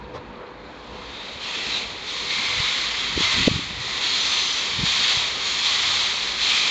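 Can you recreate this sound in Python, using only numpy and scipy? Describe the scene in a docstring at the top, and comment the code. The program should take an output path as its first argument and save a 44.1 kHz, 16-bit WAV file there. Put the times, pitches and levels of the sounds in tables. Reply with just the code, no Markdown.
"""A train rumbles and hums; loose ironwork clanks and clinks as the steam locomotive pulls away.
Its cylinder cocks are open: over a growing leak, each piston stroke blows a loud surge of hiss,
with breathy whistles at the edges of the jets. Gusts of wind thump on a mono microphone,
whose gain ducks after the hardest one."""
import sys
import numpy as np
from scipy import signal
from scipy.fft import rfft, irfft, next_fast_len
from scipy.io import wavfile
from scipy.ndimage import uniform_filter1d, minimum_filter1d, map_coordinates

SR = 44100
rng = np.random.default_rng(int(sys.argv[2]) if len(sys.argv) > 2 else 0)


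def waveform_to_disk(signal):
    """Save audio, clipped to [-1, 1], as 16-bit WAV at the path in sys.argv[1]."""
    frames = np.transpose(np.atleast_2d(signal))
    scaled = np.clip(frames, -1, 1) * 32767
    samples = np.round(scaled).astype(np.int16)
    wavfile.write(sys.argv[1], SR, samples)


N = 295470
TIME = np.arange(N) / SR


def amp(db):
    """Decibels to gain."""
    return 10 ** (np.asarray(db) / 20)


def unit(x):
    """Scale to rms 1."""
    return x / np.sqrt(np.mean(x ** 2) + 1e-20)


def envelope(points):
    """Gain per sample from (time_s, level_db) points."""
    return amp(np.interp(TIME, *np.transpose(points)))


def wobble(rate_hz):
    """Smooth random curve, rate_hz knots a second."""
    knots = rng.standard_normal(int(N * rate_hz / SR) + 4)
    return map_coordinates(knots, [TIME * rate_hz])


def filtered(x, response):
    """Apply response(hz) to the spectrum of x."""
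    size = next_fast_len(N + SR // 2)
    return irfft(rfft(x, size) * response(np.fft.rfftfreq(size, 1 / SR)), size)[..., :N]


def lowpass(hz, edge_hz, order):
    """Gain of a smooth low-pass."""
    return 1 / np.sqrt(1 + (hz / edge_hz) ** (2 * order))


def noise(response):
    """Noise of rms 1 shaped by response(hz)."""
    return unit(filtered(rng.standard_normal(N), response))


def turbulence(spectrum, patchy_db):
    """Coloured noise of rms 1 whose bands swell and sink in random patches."""
    bands = signal.stft(rng.standard_normal(N), nperseg=1024)[2]
    patches = uniform_filter1d(rng.standard_normal(bands.shape), size=6, axis=0)
    patches = unit(uniform_filter1d(patches, size=12, axis=1))
    patchy = signal.istft(bands * amp(patchy_db * patches), nperseg=1024)[1][:N]
    freq_hz, density_db = np.transpose(spectrum)
    return unit(filtered(patchy, lambda hz: amp(np.interp(np.log1p(hz), np.log1p(freq_hz), density_db))))


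# rumble: freq_hz, relative_density_db
RUMBLE_SPECTRUM = [(20, -20), (40, -8), (56, 4), (80, -7), (160, -4.5), (210, -2), (330, -4.5), (400, -0.5),
                   (520, -3), (700, -7), (980, -2.5), (1500, -11.5), (2500, -16), (8000, -65)]
# machinery tones: pitch_hz, level_db
HUM_TONES = [(54, -61.5), (296, -59), (495.3, -51), (990.5, -63)]
# hum fading as the train moves on: time_s, gain_db
HUM_FADE = [(0, 1.5), (2.4, -2), (4, -9), (6.7, -12)]
def train(rumble_db=-40.0, waver=0.0045, flutter_db=3.0):
    """Broad rumble with the slightly unsteady hum of machinery."""
    warped_s = np.cumsum(1 + waver * wobble(5)) / SR
    hum = np.zeros(N)
    for pitch_hz, level_db in HUM_TONES:
        rms = amp(level_db + flutter_db * wobble(7.5))
        hum += rms * np.sqrt(2) * np.sin(2 * np.pi * pitch_hz * warped_s)
    return amp(rumble_db) * turbulence(RUMBLE_SPECTRUM, patchy_db=1.5) + envelope(HUM_FADE) * hum


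# small parts striking: start_s, level_db
CLINKS = [(0.042, -43.5), (0.178, -43), (0.356, -47), (0.467, -46), (0.670, -48)]
# one rattling clank: peak_s, sigma_s, level_db
CLANK = (0.16, 0.015, -35)
# its resonances: pitch_hz, width_hz, relative_db
IRON_MODES = [(488, 130, 9), (845, 150, 6), (1060, 85, 1), (1740, 160, -7), (3260, 270, -9),
              (3800, 210, -11)]
def ironwork(clink_hz=3850, clink_half_width_hz=420, t60_s=0.053, dull_hz=5600):
    """Small parts clink and loose iron rattles once as the train takes up the pull; distance dulls both."""
    iron = noise(lambda hz: sum(amp(db) * 1j * hz * width_hz / (pitch_hz ** 2 - hz ** 2 + 1j * hz * width_hz)
                                for pitch_hz, width_hz, db in IRON_MODES))
    peak_s, sigma_s, level_db = CLANK
    clank = amp(level_db) * iron * np.exp(-0.5 * ((TIME - peak_s) / sigma_s) ** 2)
    steel = noise(lambda hz: lowpass(np.abs(hz - clink_hz), clink_half_width_hz, order=3))
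    strikes = sum(amp(db - 60 * np.abs(TIME - start_s) / t60_s) * (TIME > start_s)
                  for start_s, db in CLINKS)
    return filtered(clank + steel * strikes, lambda hz: lowpass(hz, dull_hz, order=6))


# gusts: peak_s, swell_s, level_db
GUSTS = [(0.16, .07, -41.5), (2.58, 0.082, -38.5), (3.19, 0.048, -29), (3.4, 0.03, -24.5),
         (3.54, 0.054, -24), (3.76, 0.097, -37), (4.815, .03, -27.5), (5.2, 0.54, -51.5),
         (5.92, 0.088, -42)]
# hardest eddies: peak_s, peak_db, pitch_hz
THUMPS = [(2.603, -21.5, 102), (3.178, -12.5, 316), (3.208, -16.5, 298), (3.477, -4, 229), (3.481, 2, 420),
          (3.515, -10, 140), (3.561, -13.5, 125), (3.593, -15.5, 238), (3.711, -22.5, 130),
          (4.792, -20.5, 140), (4.839, -14.5, 145), (5.174, -28, 118)]
def wind(soft_hz=130, hard_hz=270, low_hz=48, crossover_db=-33, sigma_cycles=0.36):
    """Eddies hit the microphone as short pressure swings; stronger gusts reach higher in pitch."""
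    def buffet(edge_hz):
        return noise(lambda hz: lowpass(hz, edge_hz, order=4) * (1 - lowpass(hz, low_hz, order=2) ** 2))

    gust = sum(amp(db) * np.exp(-np.abs(TIME - peak_s) / swell_s) for peak_s, swell_s, db in GUSTS)
    hard_share = gust ** 2 / (gust ** 2 + amp(crossover_db) ** 2)
    out = gust * (np.sqrt(1 - hard_share) * buffet(soft_hz) + np.sqrt(hard_share) * buffet(hard_hz))
    for peak_s, peak_db, pitch_hz in THUMPS:
        cycles = (TIME - peak_s) * pitch_hz
        out -= amp(peak_db) * np.cos(2 * np.pi * cycles) * np.exp(-0.5 * (cycles / sigma_cycles) ** 2)
    return out


def blow(start_s, attack_s, hold_s, release_db_per_s, swell_db_per_s=0):
    """Gain of one jet: it opens, holds or drifts in level, then dies away."""
    age_s = TIME - start_s
    swell_db = swell_db_per_s * np.clip(age_s, 0, hold_s)
    release_db = release_db_per_s * np.maximum(age_s - hold_s, 0)
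    return np.clip(age_s / attack_s, 0, 1) * amp(swell_db - release_db)


# hiss at full blow: freq_hz, relative_density_db
JET_SPECTRUM = [(250, -50.5), (650, -19), (1150, -8.5), (1550, -13), (2050, -5), (2480, -4.5), (2920, -7),
                (3200, 0), (4250, -0.5), (4800, -8.5), (5700, -13), (6400, -12.5), (7300, -15.5),
                (8000, -34)]
# leak growing as the cocks open and the engine nears: time_s, level_db
LEAK = [(0, -54.5), (0.56, -55), (1.1, -40), (1.4, -38), (2.0, -37.5), (2.8, -29.5), (3.75, -31),
        (6.7, -31)]
# piston strokes, slowly quickening:
# start_s, hold_s, level_db, swell_db_per_s, release_db_per_s, lead_db, roar_db
STROKES = [(1.388, 0.38, -33, 15, 71.5, -46, 1), (2.26, 0.44, -26, 3, 21, -30, 1),
           (3.158, 0.41, -20.5, -6.5, 72, -33, .5), (3.99, 0.4, -24, 7, 21, -29.5, -3),
           (4.815, 0.31, -21.5, 6, 47, -33, -1), (5.609, 0.41, -21, -1.5, 26, -25.5, -1),
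           (6.371, 0.21, -22.5, 11, 25.5, -34, -.5)]
def cylinder_cocks(lead_s=0.25, attack_s=0.051, roar_hz=2800, fizz_hz=4900, nearing_db_per_s=0.28):
    """Steam jets surge with the strokes over a growing leak; water in the steam makes them sputter."""
    jets = [(envelope(LEAK), 4, -3)]  # gain, roar_db, fizz_db; both relative to the middle band
    for start_s, hold_s, level_db, swell_db_per_s, release_db_per_s, lead_db, roar_db in STROKES:
        lead = blow(start_s - lead_s, attack_s=0.094, hold_s=lead_s, release_db_per_s=63)
        stroke = blow(start_s, attack_s, hold_s, release_db_per_s, swell_db_per_s)
        fizz_db = np.clip(TIME - start_s, 0, 1) - 1  # fizz grows as the stroke blows on
        jets.append((amp(lead_db) * lead, -1.5, 0))  # weaker jet ahead of the stroke
        jets.append((amp(level_db) * stroke, roar_db, fizz_db))
    middle_gain = np.sqrt(sum(gain ** 2 for gain, _, _ in jets))
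    roar_gain = np.sqrt(sum((gain * amp(db)) ** 2 for gain, db, _ in jets))
    fizz_gain = np.sqrt(sum((gain * amp(db)) ** 2 for gain, _, db in jets))
    fizz_gain *= amp(nearing_db_per_s * (TIME - TIME.mean()))
    steam = turbulence(JET_SPECTRUM, patchy_db=0.68)
    roar = filtered(steam, lambda hz: lowpass(hz, roar_hz, order=6) ** 2)
    fizz = filtered(steam, lambda hz: 1 - lowpass(hz, fizz_hz, order=8) ** 2)
    middle = steam - roar - fizz
    hiss = roar_gain * roar + middle_gain * middle + fizz_gain * fizz
    sputter_db = 0.5 * wobble(70)
    surge_db = 0.25 * wobble(12)
    return hiss * amp(sputter_db + surge_db)


# breathy jet whistles: start_s, end_s, pitch_hz, width_hz, level_db
WHISTLES = [(1.12, 1.4, 3750, 450, -43.5), (1.42, 1.86, 2600, 445.5, -38.5), (1.72, 1.8, 3890, 450, -29),
            (2.081, 2.35, 3740, 351, -39.5), (2.28, 2.778, 2214, 369.4, -32.5),
            (2.85, 4.0, 2022, 260, -42.5), (3.221, 3.476, 2090, 202, -32.5), (4.19, 4.627, 6130, 450, -38),
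            (4.985, 5.122, 3400, 69.5, -34), (5.44, 5.62, 6870, 450, -40.5),
            (6.47, 6.75, 2485, 262.4, -30.5)]
def whistles(fade_s=0.049, waver=0.00405, sag_hz_per_s=120):
    """Narrow noise rings at the lips of the cocks and sags as the pressure falls."""
    out = np.zeros(N)
    for start_s, end_s, pitch_hz, width_hz, level_db in WHISTLES:
        centre_hz = (pitch_hz - sag_hz_per_s * (TIME - start_s)) * (1 + waver * wobble(15))
        carrier = np.exp(2j * np.pi * np.cumsum(centre_hz) / SR)
        breath = wobble(width_hz) + 1j * wobble(width_hz)
        gate = np.clip(np.minimum(TIME - start_s, end_s - TIME) / fade_s + 0.5, 0, 1)
        out += amp(level_db) * gate * unit(np.real(breath * carrier))
    return out


def reflections(x, echo_db=-11, dull_hz=2400, count=24):
    """Ground, train side and fence scatter back weak, dull copies that ripple the spectrum finely."""
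    delays_s = rng.uniform(0.005, 0.035, count)
    taps = np.bincount((delays_s * SR).astype(int), rng.standard_normal(count))
    echo = signal.fftconvolve(x, taps / np.linalg.norm(taps))[:N]
    return x + amp(echo_db) * filtered(echo, lambda hz: lowpass(hz, dull_hz, order=2))


def limiter(x, ceiling_db=-3.5, recovery_db_per_s=12):
    """The gain drops at once under a peak, then creeps back."""
    peak_db = 20 * np.log10(np.abs(x).max(axis=0) + 1e-9)
    excess_db = np.maximum(peak_db - ceiling_db, 0)
    recovery_db = recovery_db_per_s * TIME
    cut_db = np.maximum.accumulate(excess_db + recovery_db) - recovery_db
    held_gain = minimum_filter1d(amp(-cut_db), size=90)
    return x * uniform_filter1d(held_gain, size=90)


def scene():
    """Everything reaches one microphone, heard alike in both ears."""
    steam = reflections(cylinder_cocks() + whistles())
    mono = train() + ironwork() + wind() + steam
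    return np.array([mono, mono])


def record(dry, edge_hz=8650, top_hz=9100):
    """Peak limiting, then a steep roll-off above the hiss."""
    return filtered(limiter(dry), lambda hz: lowpass(hz, edge_hz, order=36) * (hz < top_hz))


dry = scene()
out = record(dry)
waveform_to_disk(out)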